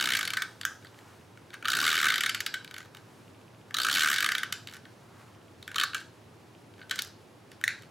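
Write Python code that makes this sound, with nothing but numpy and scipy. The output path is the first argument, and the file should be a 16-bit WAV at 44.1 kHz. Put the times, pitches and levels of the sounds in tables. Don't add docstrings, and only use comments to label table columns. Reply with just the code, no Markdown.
import sys
import numpy as np
from scipy import signal
from scipy.fft import rfft, irfft
from scipy.io import wavfile
from scipy.ndimage import uniform_filter1d

SR = 44100
rng = np.random.default_rng(int(sys.argv[2]) if len(sys.argv) > 2 else 0)


def output_pcm(signal):
    pcm = np.clip(np.atleast_2d(signal).T, -1, 1) * 32767
    wavfile.write(sys.argv[1], SR, np.round(pcm).astype(np.int16))


N = 348390
GRAIN = 2048


def undb(db):
    return 10 ** (np.asarray(db) / 20)


def level(x, db):
    return x * undb(db) / np.sqrt(np.mean(x ** 2))


def curve(rows):
    return np.interp(np.arange(N) / SR, *np.transpose(rows))


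def on_log(rows, hz):
    f, value = np.transpose(rows)
    return np.interp(np.log(np.maximum(hz, 1)), np.log(f), value)


def band(x, lo_hz, hi_hz, order=2):
    sos = signal.butter(order, [lo_hz, min(hi_hz, .49 * SR)], "bandpass", fs=SR, output="sos")
    return signal.sosfilt(sos, x)


def walk(rate):
    hold = int(SR / rate)
    steps = np.repeat(rng.standard_normal(N // hold + 1), hold)
    return 1.2 * uniform_filter1d(steps, hold)[:N]


# (f/Hz, relative level/dB per Hz)
DRONE_SPECTRUM = [(20, -50), (40, -24), (69, -29), (89, -6), (109, -1), (130, -8), (204, -10), (354, -10),
                  (600, -16), (965, -18), (1550, -25), (2770, -28.5), (5000, -36.5), (11300, -53.5),
                  (16000, -85)]
# (f/Hz, likeness 0-1)
DRONE_LIKENESS = [(30, 0.54), (80, 0.98), (130, 0.99), (290, 0.7), (640, 0.62), (1400, 0.64), (3100, 0.5),
                  (15000, 0.52)]


def drone():
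    f = np.arange(N // 2 + 1) * SR / N
    alike = np.clip(on_log(DRONE_LIKENESS, f), 0, 1)
    colour = undb(on_log(DRONE_SPECTRUM, f))
    mid, side = rfft(rng.standard_normal((2, N))) * colour * np.sqrt([1 + alike, 1 - alike])
    air = irfft(np.array([mid + side, undb(0.7) * (mid - side)]), N)
    whine_hz = 11050
    whine = band(rng.standard_normal(N), whine_hz - 90, whine_hz + 90)
    return level(air, -53.5) * undb(0.35 * walk(2.88)) + level(whine, -82)


# (first t/s, last t/s, nominal peak level/dB)
STEP_RUNS = [(.94, 1.22, -50), (3.27, 3.63, -49.5), (5.2, 5.56, -51.5), (6.07, 6.45, -59),
             (6.54, 6.6, -47.5)]


def ticker():
    start_s, period_s = .0107, .06673
    clicks = np.zeros(N)
    s = np.arange(start_s, N / SR, period_s)
    size = undb(1.4 * rng.standard_normal(len(s)))
    for first, last, db in STEP_RUNS:
        on = (s > first) & (s < last)
        opening_db = 3.8 * (s[on] < first + period_s)
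        clicks[(s[on] * SR).astype(int)] = size[on] * undb(db + opening_db)
    one_click = band(np.eye(1, 200)[0], 2300, 3200)
    return band(clicks, 2300, 3200) / np.abs(one_click).max()


# (centre f/Hz, time to fall 60 dB t/s, relative level/dB)
ROOM_BANDS = [(1513, 0.29, -5.5), (2810, 0.28, -9.5), (4930, 0.37, -6), (8400, 0.33, -11),
              (12700, 0.32, -17.5)]


def room(x, gap_s, apart_db):
    t = np.arange(SR // 2) / SR
    onset = np.clip(2 * t / gap_s - 1, 0, 1)
    tails = 0
    for hz, t60, db in ROOM_BANDS:
        noise = band(rng.standard_normal((2, len(t))), hz / 1.25, hz * 1.216)
        noise *= np.exp(-np.log(1000) * t / t60) * onset
        tails = tails + undb(db) * noise / np.sqrt(np.sum(noise[0] ** 2) * SR / hz)
    side = undb(apart_db) * band(tails[1], 4600, 6600)
    return signal.fftconvolve(x[None], [tails[0] + side, tails[0] - side], axes=1)[:, :N]


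def diffuse(x, share, flutter_hz):
    share = np.clip(share, 0, 1)
    flutter = level(band(rng.standard_normal(N), 28, flutter_hz), 0)
    return x * (np.sqrt(1 - share) + np.sqrt(share) * flutter)


def ports(x, apart_db):
    t = np.arange(256) / SR
    scatter = band(rng.standard_normal(len(t)) * np.exp(-t / 0.00043), 3100, 15000)
    scatter /= np.sqrt(np.sum(scatter ** 2))
    side = signal.fftconvolve(x, scatter)[:N] * undb(apart_db)
    return np.array([x + side, x - side])


# (t/s, lower band level/dB, upper band level/dB)
SLIDE_LEVELS = [(0, -53, -57), (.8, -68.5, -64.5), (1.05, -58, -63), (1.3, -69, -67.5), (2.95, -64, -67),
                (3.2, -65.5, -64), (3.45, -69, -68), (4.9, -72, -67), (5.2, -58.5, -65), (5.45, -69, -68.5),
                (6.1, -73, -67.5), (7.9, -79, -68.5)]


def slide():
    s, low_db, high_db = np.transpose(SLIDE_LEVELS)
    soft = level(band(rng.standard_normal(N), 790, 1670), 0) * undb(curve(np.c_[s, low_db]))
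    airy = level(band(rng.standard_normal(N), 1300, 7200, order=1), 0) * undb(curve(np.c_[s, high_db]))
    return (soft + airy) * undb(0.76 * walk(30))


def roller(s, rumble_db, rub_db):
    passing = np.zeros(N)
    passing[(np.maximum(s, 0) * SR).astype(int)] = 1
    smooth = uniform_filter1d(uniform_filter1d(passing, size=2600), size=2600)
    teeth_per_s = np.abs(smooth) * SR
    rumble = level(band(rng.standard_normal(N), 137, 423), rumble_db)
    rub = level(band(rng.standard_normal(N), 610, 1010), rub_db)
    return (rumble + rub) * (teeth_per_s / 70) ** 0.82 * undb(2.0 * walk(40))


def contact(count, chatter_s, rattle, spike_db):
    t = np.arange(GRAIN // 2) / SR
    chance = rng.standard_normal((count, 2 * len(t) + 1))
    length = chatter_s * np.exp(.22 * chance[:, [-1]])
    fall = np.exp(-(t / length) ** 2) + rattle * np.exp(-t / 0.0088)
    shape = (1 - np.exp(-t / 0.00089)) * fall
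    blows = chance[:, :len(t)] * undb(spike_db * chance[:, len(t):-1])
    push = rfft(shape * blows, GRAIN)
    push /= uniform_filter1d(np.abs(push) ** 2, size=24, axis=1) ** .35
    return np.roll(irfft(push, GRAIN), 128, axis=1)[:, :GRAIN // 2]


def ring(push, modes, balance_db, stretch, scatter_db, detune):
    hz, width, db = np.transpose(modes)
    count = len(hz)
    chance = rng.standard_normal((len(push), 2 * count))
    gain = undb(db + balance_db + scatter_db * chance[:, :count]) * (-1) ** np.arange(count)
    centre = hz * stretch[:, None] * (1 + detune * chance[:, count:])
    f = np.arange(GRAIN // 2 + 1) * SR / GRAIN
    response = 0
    for k in range(count):
        damping = width[k] * f
        response = response + gain[:, [k]] * damping / (damping + 1j * (f ** 2 - centre[:, [k]] ** 2))
    out = irfft(rfft(push, GRAIN) * response, GRAIN)
    power = uniform_filter1d(2 * out ** 2, size=90, axis=1)
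    return out / np.sqrt(power.max(axis=1, keepdims=True))


# (f/Hz, width/Hz, relative level/dB)
TREBLE_MODES = [(5500, 1600, 3.5), (7240, 640, 6), (8100, 510, 4), (10560, 1340, 1), (12500, 2240, -1.5)]


def place(table, push, body):
    s, db, rel_db, _ = np.transpose(table)
    treble = ring(push, TREBLE_MODES, 0, 1 + 0 * s, scatter_db=1.5, detune=0.027)
    grains = undb(db)[:, None] * (body + undb(rel_db)[:, None] * treble)
    out = np.zeros(N + 2 * GRAIN)
    starts = ((s - .0008) * SR).astype(int) + GRAIN - 128
    for start, grain in zip(starts, grains):
        out[start:start + GRAIN] += grain
    sos = signal.butter(5, 1130, "highpass", fs=SR, output="sos")
    return signal.sosfiltfilt(sos, out[GRAIN:GRAIN + N])


# (f/Hz, width/Hz, relative level/dB)
CASE_MODES = [(1242, 171, 2), (1335, 162, 2), (1482, 142, 3), (1860, 235, -6.5), (2214, 135, -6),
              (3010, 298, -4.5), (3800, 350, -5), (4528, 183, -6)]
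PULL_STARTS = [-.35, 1.65, 3.74, 5.75]


def case(table, chatter_s, rattle, spike_db):
    s, centre_hz = np.array(table)[:, [0, 3]].T
    octave = np.log2(np.array(CASE_MODES)[:, 0] / 2100)
    pull_start = np.array(PULL_STARTS)[np.searchsorted(PULL_STARTS, s) - 1]
    along = np.clip((s - pull_start) / 0.41, 0, 1)
    lean_db = 13.2 * np.outer(np.log2(centre_hz / 2150), octave)
    swell_db = 14.4 * np.outer(along - .5, np.exp(-(octave / 0.44) ** 2))
    push = contact(len(table), chatter_s, rattle, spike_db)
    body = ring(push, CASE_MODES, lean_db + swell_db, 1 + 0 * s, scatter_db=1.9, detune=0.027)
    return place(table, push, body)


# (start t/s, end t/s, tick level/dB, treble minus body level/dB)
PAPER_RUSTLES = [(.83, 0.887, -50, -14), (1.51, 1.566, -42, -15), (2.76, 2.87, -49.5, -10),
                 (4.682, 4.78, -43, -6), (5.958, 6.018, -41.5, -8), (6.778, 6.838, -49, -16),
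                 (6.919, 6.98, -44, -8), (7.027, 7.08, -48, -4), (7.797, 7.846, -50, -14)]


def rustle(scatter_db, centre_hz, spread_oct):
    per_s = 70
    rows = []
    for start, end, db, rel_db in PAPER_RUSTLES:
        slots = np.arange(start, end, 1 / per_s)
        when, strong, high = rng.standard_normal((len(slots), 3)).T
        rows.append(np.c_[slots + np.tanh(when) / per_s / 2, db + scatter_db * strong,
                          rel_db + 0 * slots, centre_hz * 2 ** (spread_oct * high)])
    return case(np.vstack(rows), chatter_s=0.0025, rattle=0.18, spike_db=3.0)


# (t/s, level/dB, treble minus body level/dB, centre of the body ring f/Hz)
LIGHT_TICKS = [(.6124, -29, -6.5, 3270), (.6325, -33, -20, 3120), (.847, -41.5, -11, 2090),
               (.9888, -46.5, -11, 2830), (1.3741, -44, -13, 1980), (1.5408, -33, -10, 1700),
               (1.6258, -32, -19, 1428), (1.646, -31, -19, 1850), (1.6755, -28, -11, 1840),
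               (2.646, -36.5, -6.5, 3260), (2.6771, -39, -14, 3200), (2.7109, -36, -10, 2080),
               (2.7414, -34, -8.5, 2360), (2.7639, -35, -12, 1960), (2.7813, -35, -5.5, 2130),
               (2.8039, -37, -12, 2030), (2.9478, -38.5, -9, 2400), (2.9696, -42, -7, 2590),
               (3.7085, -35.5, -16, 1560), (4.6724, -32.5, -9.5, 3400), (4.6866, -37, -20, 3060),
               (4.7368, -40, -3, 2530), (4.7526, -40, -20, 1960), (4.8529, -43.5, -14, 1874),
               (5.6265, -38.5, -10, 3330), (5.678, -29.5, -11, 1840), (5.7153, -33, -14, 1700),
               (5.7444, -31, -12, 2450), (5.933, -29.5, -31, 1760), (6.738, -50.5, -15, 3000),
               (6.8151, -38.5, -30, 1805), (6.8271, -48, -25, 3100), (6.8959, -38, -4, 2910),
               (7.047, -43, 1, 2600), (6.9581, -34, -1, 2720), (7.5168, -43, -5, 2560),
               (7.6127, -36.5, -10, 1765), (7.822, -48, -2, 2510)]


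def ticks():
    return case(LIGHT_TICKS, chatter_s=0.0021, rattle=0.11, spike_db=4.0)


# (f/Hz, width/Hz, relative level/dB)
TAP_RING = [(1970, 186, 3), (1480, 270, -14.5), (3700, 250, -9.5), (4460, 400, -10.5)]
# (t/s, level/dB, treble minus body level/dB, main ring f/Hz)
HARD_TAPS = [(0.6519, -15.5, -8, 1550), (7.021, -29.5, 3.5, 3820), (7.6396, -13.5, -14, 1855),
             (7.6788, -14, -14.5, 1940)]


def taps():
    main_hz = np.array(HARD_TAPS)[:, 3]
    push = contact(len(HARD_TAPS), chatter_s=0.0014, rattle=0.092, spike_db=3.0)
    body = ring(push, TAP_RING, 0, main_hz / TAP_RING[0][0], scatter_db=2.0, detune=0)
    return place(HARD_TAPS, push, body)


# (t/s, teeth turned)
WHEEL_TURNS = [
    [(-.006, 0), (.0099, 1), (.0565, 4), (.151, 10), (.1687, 11), (.2285, 14), (.2754, 16)],
    [(1.7005, 0), (1.7326, 2), (1.7864, 5), (1.8015, 6), (1.8642, 11), (1.9657, 19), (2.0004, 22),
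     (2.0678, 27), (2.0839, 28), (2.1577, 32), (2.1807, 33)],
    [(3.767, 0), (3.7849, 1), (3.8479, 5), (3.8844, 7), (3.9394, 11), (3.9577, 13), (4.0191, 18),
     (4.046, 20), (4.0987, 24), (4.129, 26), (4.1395, 27), (4.1615, 28), (4.2249, 31), (4.2612, 33)],
]
# (t/s, level/dB, treble crack level/dB, centre of the body ring f/Hz)
RUNNING_SOUND = [(0, -19.5, -27.5, 2320), (.07, -21.5, -29, 2400), (.135, -18.5, -29, 2570),
                 (.19, -23.5, -30, 2400), (.28, -24, -33.5, 2700), (1.7, -18.5, -29, 1770),
                 (1.77, -21, -29, 2230), (1.865, -17.5, -28, 2010), (1.96, -22, -29, 2250),
                 (2.05, -16.5, -28, 2000), (2.12, -17.5, -29.5, 2120), (2.18, -20, -29, 2120),
                 (3.77, -20.5, -31, 2200), (3.83, -20.5, -28.5, 2180), (3.867, -17, -28.5, 1750),
                 (3.92, -21.5, -27.5, 2250), (4.025, -16, -26.5, 1880), (4.1, -19.5, -26, 2200),
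                 (4.17, -19.5, -28.5, 2170), (4.26, -16, -28.5, 1990)]
# (t/s, level/dB, treble crack level/dB, centre of the body ring f/Hz)
LISTED_SNAPS = [(0.3038, -23.5, -31.5, 2270), (0.335, -22.5, -30.5, 2320), (.3699, -19, -31.5, 2260),
                (.4202, -20, -30, 2070), (1.654, -20, -41, 1680), (1.683, -16.5, -27.5, 1560),
                (2.207, -19, -27.5, 2140), (2.2352, -18.5, -27.5, 2220), (2.2607, -18.5, -28.5, 2210),
                (2.293, -19.5, -28, 2270), (2.3465, -21, -28.5, 2340), (2.4044, -21, -28, 2230),
                (2.463, -21.5, -27.5, 2600), (2.5407, -22, -33.5, 2330), (3.743, -21, -31, 2090),
                (4.288, -16.5, -30, 1920), (4.3181, -18.5, -28, 1980), (4.3507, -18, -32, 2200),
                (4.3813, -22.5, -30.5, 2520), (4.432, -19.5, -33, 1800), (4.5245, -22.5, -26, 2590),
                (5.7584, -19, -32, 1770), (5.7824, -18, -31, 2000), (5.7981, -19, -29, 2250),
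                (5.812, -18, -31, 2070), (5.835, -15, -27.5, 1900), (5.9456, -22, -30.5, 1953),
                (6.9104, -19.5, -29.5, 2490), (6.9897, -21, -27.5, 2940)]


def teeth():
    moments = []
    for pull in WHEEL_TURNS:
        at, turned = np.transpose(pull)
        moments.append(np.interp(np.arange(turned[-1] + 1), turned, at))
    s = np.concatenate(moments)
    at, *sound = np.transpose(RUNNING_SOUND)
    db, crack_db, hz = (np.interp(s, at, column) for column in sound)
    late, strong, crisp, high = rng.standard_normal((len(s), 4)).T
    extra_db = 1.37 * strong
    centre_oct = -0.22 * extra_db + 0.12 * high
    running = np.c_[s + .0006 * late, db + extra_db, crack_db + crisp, hz * 2 ** centre_oct]
    s, db, crack_db, hz = np.vstack([running, LISTED_SNAPS]).T
    return np.c_[s, db, crack_db - db, hz]


def scene():
    snaps = teeth()
    near = case(snaps, chatter_s=0.0041, rattle=0.36, spike_db=3.5)
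    near += ticks()
    near += rustle(scatter_db=2.5, centre_hz=2280, spread_oct=0.36)
    knocks = taps()
    to_room = diffuse(near + undb(-1.5) * knocks, share=.45, flutter_hz=358)
    echo = room(to_room, gap_s=0.009, apart_db=-8.5)
    rolling = roller(snaps[:, 0], rumble_db=-52.5, rub_db=-56)
    return ports(near + knocks, apart_db=-27) + echo + rolling + slide() + ticker() + drone()


def record(dry):
    return signal.sosfilt(signal.ellip(10, .2, 70, 15900, fs=SR, output="sos"), dry)


dry = scene()
out = record(dry)
output_pcm(out)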